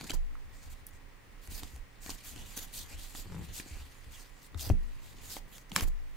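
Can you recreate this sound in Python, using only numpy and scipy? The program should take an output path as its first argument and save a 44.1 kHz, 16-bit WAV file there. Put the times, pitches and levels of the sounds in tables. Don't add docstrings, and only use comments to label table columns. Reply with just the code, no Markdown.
import sys
import numpy as np
from scipy import signal
from scipy.fft import rfft, irfft
from scipy.io import wavfile
from scipy.ndimage import uniform_filter1d

SR = 44100
rng = np.random.default_rng(int(sys.argv[2]) if len(sys.argv) > 2 else 0)


def wrap_up_sound(samples):
    columns = np.atleast_2d(samples).T
    tamed = np.clip(columns, -1, 1)
    steps = np.round(tamed * 32767).astype(np.int16)
    wavfile.write(sys.argv[1], SR, steps)


def ratio_of_db(decibels):
    return 10 ** (np.asarray(decibels, float) / 20)


N = 271653

# start_s, length_s, hiss_db, edge_ring_hz
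GLIDES = [(0.697, 0.041, -60, 2000), (1.498, 0.064, -52, 7550), (2.007, 0.12, -54.5, 1970),
          (2.12, 0.038, -56.5, 7050), (2.228, 0.11, -53.5, 6730), (2.45, 0.13, -59, 6800),
          (2.725, 0.071, -47.5, 8800), (2.779, 0.066, -51, 3900), (2.972, 0.089, -55.5, 3740),
          (3.04, 0.11, -60, 6800), (3.143, 0.092, -52, 6700), (3.425, 0.036, -61.5, 3900),
          (3.529, 0.089, -47.5, 6720), (4.418, 0.062, -62.5, 7200), (4.594, 0.032, -46, 5200),
          (5.291, 0.059, -53, 5130)]
# start_s, length_s, hiss_db, edge_ring_hz
PUSHES = [(0.063, 0.03, -59, 4800), (0.135, 0.014, -50.5, 7300), (0.513, 0.13, -66.5, 2030),
          (0.62, 0.068, -63.5, 2280), (0.871, 0.022, -66, 8700), (0.925, 0.052, -67.5, 2300),
          (1.411, 0.075, -66, 7500), (1.596, 0.22, -63.5, 3100), (2.324, 0.14, -59.5, 3120),
          (2.883, 0.079, -56, 2390), (3.644, 0.1, -61, 2150), (3.723, 0.11, -61.5, 2130),
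          (4.11, 0.064, -57.5, 3350), (4.18, 0.057, -59, 2870), (4.348, 0.081, -68.5, 2020),
          (4.575, 0.014, -56, 3700), (5.004, 0.14, -65, 3800), (5.21, 0.19, -56.5, 6960),
          (5.356, 0.033, -55.5, 3400), (5.515, 0.079, -60.5, 6500), (5.472, .055, -71.5, 7000),
          (5.593, .04, -71, 6000), (5.696, 0.005, -66, 6000), (5.721, 0.026, -62, 3070),
          (5.727, .022, -65, 9000), (5.872, 0.011, -56, 6660)]
# start_s, length_s, hiss_db, edge_ring_hz
FLICKS = [
    (0.098, 0.0086, -49.5, 2700),
    (2.097, 0.015, -53, 5460),
    (4.689, 0.035, -61, 2150),
    (5.75, 0.017, -54, 9300),
    (5.762, 0.046, -48, 3250),
    (5.819, 0.021, -49, 7200),
]
# start_s, length_s, hiss_db, edge_ring_hz
SWIPES = [
    (1.545, 0.068, -56, 4840),
    (2.564, 0.029, -49, 5630),
    (2.588, 0.073, -54.5, 6860),
    (4.615, 0.085, -52.5, 4720),
]
STROKE_BODY_DB = [
    -14,
    -5.5,
    2,
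    -3.5,
]
STROKE_SHEEN_DB = [
    -1.5,
    -2.5,
    0.5,
    3.5,
]
SHEEN_SLOPE = [
    1.2,
    5.1,
    4.3,
    .1,
]
# frequency_hz, level_db
PAPER = [(1470, -32), (2500, -9.5), (2610, -11.5), (3650, -9), (4840, -8), (5310, -11.5), (7260, -5.5),
         (9300, -7), (12100, -48.5), (20500, -120)]
# frequency_hz, level_db
SHEEN = [(7500, -25), (9300, -1), (12500, -1.5), (15500, -3.5), (16500, -5)]
# frequency_hz, level_db
BODY = [(150, 1), (290, 6), (500, 2), (873, 3), (1090, -2), (1810, 6), (2060, 6.5), (4000, -12),
        (5200, -19), (8800, -120)]
# frequency_hz, likeness_0_to_1
CARD_SAME = [(40, 0.87), (70, 0.2), (300, 0.35), (2000, 0.7), (8000, 0.47), (16000, 0.38)]
# time_s, level_db
RUSTLE = [(0.0, -56.5), (0.08, -55), (0.17, -86), (0.75, -65), (0.86, -84), (1.3, -80.5), (1.6, -57),
          (1.8, -78), (2.02, -73), (2.09, -60), (3.3, -62), (3.65, -59), (4.08, -67), (4.19, -58.5),
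          (4.46, -81.5), (5.21, -62.5), (5.75, -88), (6.16, -72.5)]
# frequency_hz, level_db
SKIN = [(350, -26), (600, -8), (1600, -5.5), (2280, -2.5), (4560, -3.5), (5440, -9.5), (6850, -5.5),
        (15500, -15)]
# time_s, peak_db, ring_hz, crack_re_peak_db
SNAPS = [(0.097, -34.5, 2540, 1), (0.1062, -28.5, 3170, -7), (0.1163, -38, 1960, 8),
         (0.3527, -40, 1200, -17), (0.8663, -31.5, 11300, -23), (1.761, -44.5, 7200, 5.5),
         (2.105, -44, 5400, 2), (2.3776, -43, 3210, -8), (4.594, -44, 3300, 5), (4.545, -42.5, 1660, -2),
         (4.692, -42, 5730, 1), (4.7007, -37.5, 2180, -8), (5.5812, -49.5, 6900, 11.5),
         (5.7172, -38.5, 3100, 1.5), (1.474, -51.5, 2000, 11), (5.7776, -37, 1500, 2),
         (5.797, -33, 3200, 0), (5.8083, -32.5, 1700, 6)]
# time_s, peak_db, ring_hz, thud_re_peak_db, crack_re_peak_db
TAPS = [(0.0105, -44, 2210, 6.5, 10.5), (0.0415, -41.5, 1130, 6.5, 7.5), (0.1026, -34.5, 2950, 7.5, 2),
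        (1.6325, -41.5, 3250, 5.5, 8.5), (2.0625, -40, 1770, 4.5, 4), (2.0932, -37.5, 1100, 8.5, 7),
        (2.3607, -44, 2540, 4, 5), (2.573, -44, 1500, 9, 7), (3.1500, -41.5, 885, 5.5, 6),
        (3.5993, -39.5, 2020, 9, 5), (3.6614, -56, 820, 12, -2), (5.3666, -38, 690, 2, 0)]
# frequency_hz, level_db
CRACK = [(300, -16), (700, -1), (2000, -3), (4000, -4), (8000, -3.5), (13000, -13), (15500, -17),
         (16500, -25)]
# time_s, peak_db, sign
WHIP = [
    (5.7624, -8.5, -1),
    (5.7626, -7.5, 1),
    (5.76295, -8, -1),
    (5.7635, -19, 1),
    (5.76415, -19, -1),
    (5.7655, -20.5, 1),
    (5.8085, -27, -1),
    (5.7172, -36, 1),
]
# ring_hz, level_db, t60_s
WHIP_RING = [(573, -7, .006), (1237, -8.5, .009), (1750, -8.5, .007), (2374, -9, .0075), (3109, -11, .011),
             (4018, -15.5, .009), (4570, -21.5, .012), (5480, -.5, .005), (6286, -4, .006),
             (7460, -7, .006), (8231, -3, .003), (9800, -4, .004), (11500, -9, .005), (13440, -12, .0045)]
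# time_s, peak_db, ring_hz
PINGS = [(0.0108, -35, 4500), (0.0108, -41, 800), (0.0958, -32, 2500), (0.0958, -32, 7500),
         (0.1028, -38, 4200), (0.1056, -26.5, 3070), (0.1056, -29, 4700), (0.1056, -29, 6500),
         (0.91, -52, 7000), (2.0625, -43, 1750), (2.0625, -40.5, 700), (2.0625, -36, 4160),
         (2.0932, -38.5, 656), (2.0955, -33, 5940), (2.0955, -39, 4300), (2.104, -38, 2900),
         (2.1045, -32, 4400), (2.1035, -30, 5050), (2.1045, -32, 6385), (2.104, -33, 9300),
         (2.576, -30, 6340), (2.576, -29, 10000), (2.576, -34, 12300), (3.15, -42, 860), (3.15, -40, 1870),
         (3.15, -42, 2640), (3.157, -38, 3510), (3.157, -40, 7400), (3.178, -46, 430), (3.195, -50, 400),
         (2.372, -45, 380), (2.574, -38, 304), (5.7635, -35, 640), (3.5993, -34.5, 1850),
         (3.5993, -38, 2390), (3.5993, -38, 1040), (3.6612, -43.5, 280), (4.5452, -39, 345),
         (4.5452, -45, 830), (4.5452, -41, 3620), (4.595, -41, 3420), (4.595, -39, 4260),
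         (4.595, -39, 7430), (4.693, -33, 5790), (4.693, -40, 4380), (5.3672, -32, 800),
         (5.3672, -38, 2190), (5.3672, -36.5, 3190), (5.7175, -38.5, 880), (5.7175, -36, 2640),
         (5.7175, -32.5, 3165), (5.7175, -41, 4070), (5.8083, -27.5, 1080), (5.8083, -30.5, 1980),
         (5.8083, -30, 4870), (5.8083, -33, 2700), (5.8083, -30, 11300), (5.8083, -35, 15000)]
# time_s, peak_db, ring_hz
RATTLE = [
    (4.698, -29, 200),
    (4.7065, -46, 800),
    (4.712, -43, 650),
    (4.7175, -45, 850),
    (4.724, -44, 700),
    (4.737, -46, 420),
    (4.752, -42, 260),
]
# start_s, length_s, level_db, first_hz, last_hz
SINGS = [(2.33, .1, -61, 2500, 3200), (2.77, .08, -59, 4900, 3300), (2.883, 0.081, -58, 2000, 2840),
         (2.961, .12, -61, 3300, 4000), (3.69, 0.15, -61, 2200, 2900), (4.125, .05, -58, 3400, 2890),
         (5.7563, 0.0081, -38.5, 3050, 3070), (5.783, 0.016, -47, 3100, 3200),
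         (0.088, 0.011, -52, 2300, 2580), (.128, .036, -55.5, 1000, 848), (1.49, .02, -64, 1900, 2000),
         (1.509, 0.032, -60, 4500, 3800), (2.077, 0.012, -51, 1800, 1800), (2.27, 0.038, -62, 4400, 5000),
         (2.403, .03, -55, 3000, 3200), (3.545, .04, -57, 3200, 3400), (3.543, 0.027, -55, 4700, 4570),
         (4.59, .032, -52, 3400, 3800), (5.52, .068, -61.5, 3050, 3560), (5.7555, .005, -47, 9300, 9800),
         (5.766, 0.035, -52, 820, 695), (5.767, 0.039, -48, 2400, 2000)]
# peak_s, rise_s, board_db, grip_0_to_1.3
DRAGS = [(0.035, 0.053, -62.5, 1.3), (0.12, 0.035, -49, 0.96), (0.5, 0.06, -55, 0.3), (0.7, 0.1, -49, 0.05),
         (0.95, 0.13, -60, .6), (1.52, 0.049, -49.5, 0.68), (1.63, 0.035, -48.5, .7),
         (1.77, 0.08, -49.5, .05), (2.1, 0.054, -48, .55), (2.38, 0.07, -46, 0.6),
         (2.53, 0.073, -54.5, 0.4), (2.75, 0.26, -56.5, 0.7), (2.96, 0.085, -47, 0.25),
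         (3.19, 0.05, -50.5, 0.58), (3.5, 0.049, -44.5, 0.28), (3.6, 0.024, -56, .9),
         (3.77, 0.08, -48, 0.3), (4.08, 0.077, -52, 0.24), (4.55, 0.06, -54, .4),
         (4.65, 0.075, -45.5, 0.56), (4.73, 0.064, -44, .55), (1.33, 0.11, -58.5, .4),
         (4.9, 0.06, -52, 0.2), (5.2, 0.11, -50.5, 0.56), (5.45, 0.15, -65, 1.07),
         (5.775, 0.032, -51.5, 1.3), (5.83, 0.036, -42, 0.73)]
REST_DB = [
    [-59],
    [-76],
    [-76.5],
    [-74.5],
]
# frequency_hz, level_db
SCRAPE = [(140, -20), (240, -0.5), (411, -2), (562, -12), (947, -12), (1500, -29), (1950, -39),
          (3300, -120)]
# start_s, length_s, level_db
JUDDER = (3.315, 0.11, -45.5)
JUDDER_DB = [
    [-2],
    [0.5],
    [-6.5],
    [-13.5],
]
# time_s, level_db
CATCHES = [(3.256, -47.5), (3.265, -49), (3.299, -46), (3.304, -55), (3.321, -44), (3.328, -44.5),
           (3.336, -53), (3.344, -43.5), (3.351, -45.5), (3.364, -45.5), (3.37, -48), (3.38, -46.5),
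           (3.391, -49), (3.4, -51), (3.41, -48.5), (3.419, -47), (3.425, -49), (3.437, -54), (3.49, -53),
           (3.509, -57)]
# ring_hz, level_db, t60_s
JUDDER_RING = [(95.5, 5, 0.092), (164.5, 3, 0.11), (228, -6, .04), (348, -1, .03), (470, 1, 0.014),
               (900, 1, 0.0092), (1200, -7, .008), (1500, -4, .006), (2000, -6, 0.0044)]
# time_s, board_peak_db, strongest_ring_hz, t60_s, left_minus_right_db
KNOCKS = [(0.012, -38, 151, 0.071, 7), (0.043, -38.5, 177, 0.094, 6), (0.1215, -33, 105, .04, 2),
          (0.653, -40.5, 70.0, 0.16, 2), (1.484, -34, 61.4, 0.15, 4), (1.624, -43.5, 61.7, 0.25, -11),
          (1.735, -36.5, 66.3, 0.26, 2), (2.938, -42.5, 50, 0.44, 1.0), (3.711, -36.5, 69.6, 0.48, 1.5),
          (3.76, -37.5, 59.2, 0.19, -6), (4.066, -39.5, 65.6, 0.24, 4.0), (4.551, -30, 80.7, 0.19, 8),
          (4.671, -29.5, 92, 0.15, 0), (5.7183, -33, 187, 0.064, 5), (5.764, -28.5, 200, 0.091, 3),
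          (5.822, -25.5, 57, 0.13, 5)]
# ring_hz, level_db, t60_s
BOARD = [(109.5, -3.5, 0.09), (165, -21, 0.21), (208, -28, 0.17), (233, -14, 0.19), (308, -6.5, 0.072),
         (393, -19, 0.11), (590, -7.5, 0.013)]
# ring_hz, level_db, t60_s, delay_s
SLAM = [(74, 0.5, 0.124, .0022), (105, -1.5, .105, .006), (174, -23, .22, 0.011),
        (215, -14.5, 0.19, 0.0011), (317, -13.5, .08, .0006), (398, -17, .086, 0.00042),
        (447, 2.5, 0.0052, 0.000081), (588, -4, 0.0078, 0.00012), (775, -28, .06, .0006)]
# time_s, level_db, resting_arm_damping_db_per_s
JOLTS = [
    (0.128, -15.5, 2),
    (4.71, -13.5, 16),
    (5.819, -15.5, -4),
]
# sway_hz, t60_s, share_left, share_right
SWAY = [(28, .95, -.42, .5), (24.8, .5, .42, .9)]
# frequency_hz, t60_s
ROOM = [(200, 0.3), (2000, 0.23), (10000, 0.17)]
# frequency_hz, level_db
AIR = [(35, -23), (60, 0), (71, -9.0), (165, -9.5), (213, -13.5), (275, -17.5), (504, -14), (554, -25),
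       (608, -19.5), (1040, -16.0), (1410, -19.5), (1950, -15.5), (2240, -18.5), (3580, -26.5),
       (14500, -37), (16500, -32)]
# frequency_hz, likeness_0_to_1
AIR_SAME = [(40, 0.2), (300, 0.2), (2000, 0.21), (5000, 0.067), (16000, 0.072)]
# hum_hz, rms_db
HUM = [(120, -69), (279, -74.5), (559, -78), (1922, -76), (15493, -80.5)]


def evened(x):
    return x / np.sqrt(np.mean(x ** 2) + 1e-20)


def read(points, hz):
    f, value = np.transpose(points)
    return np.interp(np.log(hz + 1), np.log(f + 1), value, -100, -100)


def columns(rows):
    s, *rest = np.transpose(rows)
    return [np.interp(np.arange(N) / SR, s, c) for c in rest]


def panned(pan_db):
    return ratio_of_db(np.array([pan_db / 2, -pan_db / 2]))


def add(mix, s, sound):
    part = mix[:, round(s * SR):][:, :sound.shape[1]]
    part += sound[:, :part.shape[1]]


def coloured(x, points):
    log_gain = np.log(ratio_of_db(read(points, abs(np.fft.fftfreq(8192, 1 / SR)))))
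    taps = np.fft.ifft(np.exp(np.conj(signal.hilbert(log_gain)))).real[:4096]
    return signal.oaconvolve(x, taps[None], axes=1)[:, :x.shape[1]]


def paired(a, b, likeness):
    f, value = np.transpose(likeness)
    same = np.clip(np.interp(np.log(np.fft.rfftfreq(N, 1 / SR) + 1), np.log(f), value), 0, 1)
    return np.array([a, irfft(same * rfft(a) + np.sqrt(1 - same ** 2) * rfft(b), N)])


def resonate(x, hz, width):
    turn = np.exp(2j * np.pi * np.cumsum(hz * np.ones(N)) / SR)
    r = np.exp(-np.pi * width / SR)
    return 2 * (turn * signal.lfilter([1 - r], [1, -r], x / turn)).real


def slips(per_s, spread_db, flicker_db, flicker_s):
    flicker = evened(uniform_filter1d(rng.standard_normal(N), round(flicker_s * SR)))
    clumps = ratio_of_db(flicker_db * flicker)
    size = ratio_of_db(spread_db * np.minimum(rng.exponential(1, (2, N)), 4))
    size = size * (rng.random((2, N)) < per_s / SR)
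    return paired(*(size * rng.standard_normal((2, N)) * clumps), CARD_SAME)


def patchy(x, depth_db):
    hz, t, z = signal.stft(x, SR, nperseg=256)
    patches = uniform_filter1d(rng.standard_normal((len(t), len(hz))), size=14, axis=0)
    patches = uniform_filter1d(patches, size=6, axis=1)
    return evened(signal.istft(z * ratio_of_db(depth_db * evened(patches).T), SR, nperseg=256)[1][:, :N])


def strokes():
    rows = []
    for k, kind in enumerate([GLIDES, PUSHES, FLICKS, SWIPES]):
        for row in kind:
            sheen_db = STROKE_SHEEN_DB[k] + SHEEN_SLOPE[k] * np.log2(row[3] / 4000)
            rows.append((*row, STROKE_BODY_DB[k], sheen_db))
    return sorted(rows)


def slides():
    gains, edge_hz = np.zeros((3, N)), np.full(N, 4000.)
    for s, length, db, hz, body_db, sheen_db in strokes():
        u = np.linspace(0, 1, round((length + .012) * SR))
        ramps = np.minimum(np.minimum(u / 0.21, (1 - u) / 0.3), 1)
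        stroke = ramps ** 0.88 * (0.69 + 0.5 * np.sin(np.pi * u))
        add(gains, max(s - .004, 0), ratio_of_db(db + np.array([[0], [body_db], [sheen_db]])) * stroke)
        edge_hz[round(max(s, 0) * SR):] = hz
    drive = patchy(slips(per_s=15000, spread_db=1.8, flicker_db=1.05, flicker_s=0.004), depth_db=2.0)
    ring = evened(resonate(drive, uniform_filter1d(edge_hz, size=1300), 780))
    hiss = evened(coloured(drive, PAPER)) + ratio_of_db(-11) * ring
    body = evened(coloured(drive, BODY)) + ratio_of_db(-3) * ring
    sheen = evened(coloured(drive, SHEEN))
    return gains[0] * hiss + gains[1] * body + gains[2] * sheen


def rustle():
    drive = patchy(slips(per_s=12000, spread_db=1.2, flicker_db=2.1, flicker_s=0.013), depth_db=2.5)
    return ratio_of_db(columns(RUSTLE)[0] + 2.5) * evened(coloured(drive, SKIN))


def clicks():
    return [(s, db, hz, -22, crack_db) for s, db, hz, crack_db in SNAPS] + TAPS


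def snaps():
    out, t = np.zeros((2, N)), np.arange(3000) / SR
    release = 1.9 * (np.arange(len(t)) == 20)
    for s, db, hz, thud_db, crack_db in clicks():
        t60 = max(0.014 - .0001 * (db + 40), .004)
        a, b = rng.standard_normal((2, len(t))) * ratio_of_db(-60 * t / t60) * (1 - np.exp(-t / 0.00046))
        burst = np.array([a + 0.14 * b, a - 0.48 * b])
        crack = coloured(burst * ratio_of_db(-60 * t / 0.034) + release, CRACK)
        band = signal.butter(2, [hz * 0.75, min(hz * 1.4, 20000)], "band", fs=SR)
        ring = signal.lfilter(*band, burst)
        thud = -np.sin(2 * np.pi * 290 * t) * ratio_of_db(thud_db - 2.0 - 60 * t / 0.014)
        add(out, s, ratio_of_db(db) * (ring / abs(ring).max() + ratio_of_db(crack_db) * crack / abs(crack).max() + thud))
    return out


def whip():
    detune, lag_s = .009, .00002
    t, out = np.arange(3000) / SR, np.zeros((2, N))
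    side = np.array([[1], [-1]])
    for s, db, sign in WHIP:
        late = np.maximum(t - lag_s * (1 + sign * side) / 2, 0)
        ring = 0
        for k, (hz, mode_db, t60) in enumerate(WHIP_RING):
            mode_hz = hz * (1 + detune * side * (-1) ** k)
            ring = ring + np.sin(2 * np.pi * mode_hz * late) * ratio_of_db(mode_db - 60 * late / t60)
        gain = np.sign(sign) * ratio_of_db(db + 2.6) * panned(1.5 * sign)[:, None]
        add(out, s, gain * ring / abs(ring).max())
    return out


def pings():
    t, out = np.arange(2000) / SR, np.zeros((2, N))
    for k, (s, db, hz) in enumerate(PINGS + RATTLE):
        skew = .4 * (-1) ** k * np.array([[1], [-1]])
        t60 = .013 * (1000 / hz) ** .28
        fade = ratio_of_db(db - 60 * t / t60) * (1 - np.exp(-t / 0.0002))
        add(out, s, -np.sin(2 * np.pi * hz * t + skew) * fade)
    return out


def sings():
    out, width_hz = np.zeros((2, N)), 670
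    for s, length, db, hz, last_hz in SINGS:
        u = np.linspace(0, 1, round(length * SR))
        a, b = rng.standard_normal((2, 8000, 2)) @ np.array([1, 1j])
        fuzz = signal.lfilter(*signal.butter(2, width_hz / 2, fs=SR), [a + 0.37 * b, a - .45 * b])
        fuzz = fuzz[:, -len(u):]
        turn = np.exp(2j * np.pi * np.cumsum(hz + (last_hz - hz) * u) / SR)
        add(out, s, ratio_of_db(db) * evened((fuzz * turn).real) * np.sin(np.pi * u) ** 0.39)
    return out


def arm_levels():
    skirt_db = 10
    t, power = np.arange(0, N + 64, 64) / SR, ratio_of_db(REST_DB) ** 2
    for s, rise, db, grip in DRAGS:
        away = np.maximum((s - t) / rise, (t - s) / (rise * 1.16))
        late = abs(t - s - 0.034) / (rise * 1.43)
        wobble_db = -49 + 0.6 * (db + 50.5) - skirt_db * late
        board_db = db - skirt_db * away
        drum_db = board_db - 24 + 24.5 * grip
        scrape_db = board_db - 25.5 + 24.5 * grip
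        power = power + ratio_of_db([wobble_db, board_db, drum_db, scrape_db]) ** 2
    s, length, db = JUDDER
    swell = np.clip(np.minimum((t - s + 0.066) / 0.13, (s + length - t) / .03 + 1), 0, 1)
    power = power + ratio_of_db(db + np.array(JUDDER_DB)) ** 2 * swell ** 2
    return np.repeat(10 * np.log10(power), 64, axis=1)[:, :N]


def rubs():
    wobble_db, board_db, drum_db, scrape_db = arm_levels()
    wobble_db, board_db = np.minimum(wobble_db, -46), np.minimum(board_db, -41)
    drive = slips(per_s=1500, spread_db=2.5, flicker_db=2.0, flicker_s=.006)
    drift = evened(uniform_filter1d(rng.standard_normal(N), size=1500))
    turns = np.cumsum(46 * ratio_of_db(2.8 * drift)) / SR
    gripped = drive * (0.18 + np.exp(-(turns % 1) / 0.24))
    wobble = evened(resonate(resonate(drive, 26.6, 11.2), 22.9, 25.5)) * panned(-9.0)[:, None]
    board = evened(resonate(resonate(drive, 66.0, 32), 67, 39)) * panned(4.7)[:, None]
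    scrape = evened(coloured(gripped, SCRAPE)) * panned(3.4)[:, None]
    drum = evened(resonate(resonate(gripped, 172, 65), 163, 82)) * panned(3.3)[:, None]
    return ratio_of_db(wobble_db) * wobble + ratio_of_db(drum_db) * drum + ratio_of_db(board_db) * board + ratio_of_db(scrape_db) * scrape


def judder():
    t, out = np.arange(5000) / SR, np.zeros((2, N))
    hz, ring_db, t60 = np.transpose(JUDDER_RING)[:, :, None]
    spots = rng.uniform(-1.16, 1, (len(CATCHES), 2, len(hz), 1))
    for (s, db), spot in zip(CATCHES, spots):
        f = hz * (1 + 0.11 * np.minimum(hz / 500, 1) * spot)
        swell = 1 - np.exp(-t * hz / 0.2)
        ring = np.sin(2 * np.pi * f * t) * ratio_of_db(ring_db - 60 * t / t60) * swell
        add(out, s + .0008, -ratio_of_db(db + 2.5) * panned(1.9)[:, None] * ring.sum(1))
    return out


def knocks():
    out, t = np.zeros((2, N)), np.arange(20000) / SR
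    upper = sum(np.sin(2 * np.pi * hz * t) * ratio_of_db(db - 60 * t / t60) for hz, db, t60 in BOARD)
    for s, db, hz, t60, pan_db in KNOCKS:
        ring = np.sin(2 * np.pi * hz * t) * ratio_of_db(-60 * t / t60) * (1 - np.exp(-t / 0.0037))
        hard = ratio_of_db(0.47 * (db - 2.0))
        add(out, s, ratio_of_db(db) * panned(pan_db)[:, None] * (hard * upper - ring))
    return out


def slam():
    slam_s, slam_db, pan_db = 4.7005, -16.5, 5.5
    t, out = np.arange(12000) / SR, np.zeros((2, N))
    for hz, db, t60, delay in SLAM:
        ring = np.sin(2 * np.pi * hz * t) * ratio_of_db(slam_db + db - 60 * t / t60) * (1 - np.exp(-t * hz / 0.14))
        add(out, slam_s + delay, panned(pan_db)[:, None] * ring)
    return out


def jolts():
    out, t = np.zeros((2, N)), np.arange(40000) / SR
    sway = sum(-np.sin(2 * np.pi * hz * t) * ratio_of_db(-60 * t / t60) * np.array([[left], [right]])
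               for hz, t60, left, right in SWAY)
    for s, db, damp_db in JOLTS:
        add(out, s, ratio_of_db(db - damp_db * t) * sway * (1 - np.exp(-t / 0.04)))
    return out


def room(x):
    taps = np.zeros((2, SR // 2))
    at = np.arange(100, SR // 2 - 20, 20) + rng.integers(0, 20, (2, (SR // 2 - 101) // 20))
    np.put_along_axis(taps, at, rng.choice([-1., 1.], at.shape), 1)
    hz, t, z = signal.stft(taps, SR, nperseg=256)
    t60 = np.interp(hz, *np.transpose(ROOM))
    tail = signal.istft(z * ratio_of_db(-60 * t / t60[:, None]), SR, nperseg=256)[1]
    return signal.fftconvolve(x, tail / np.linalg.norm(tail[0]), axes=1)[:, :N]


def air():
    hush = evened(coloured(paired(*rng.standard_normal((2, N)), AIR_SAME), AIR))
    t, out = np.arange(N) / SR, ratio_of_db(-59.5) * hush
    for hz, db in HUM:
        drift = np.cumsum(evened(uniform_filter1d(rng.standard_normal(N), 4000))) * 22 / SR
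        phase = drift + np.array([[.3], [-.3]])
        out = out + np.sqrt(2) * ratio_of_db(db) * np.sin(2 * np.pi * hz * t + phase)
    return out


def scene():
    cards = slides() + rustle() + snaps() + pings() + whip()
    cards = cards + ratio_of_db(-11.5) * room(cards)
    table = rubs() + judder() + knocks() + slam() + jolts()
    return cards + table + sings() + air()


def top_cut(x):
    return signal.sosfilt(signal.butter(12, 16470, fs=SR, output="sos"), x)


def record(dry):
    lowpass = signal.firwin(511, 15800, window=("kaiser", 9), fs=SR)
    limited = signal.oaconvolve(dry, lowpass[None], "same")
    return top_cut(limited)


dry = scene()
out = record(dry)
wrap_up_sound(out)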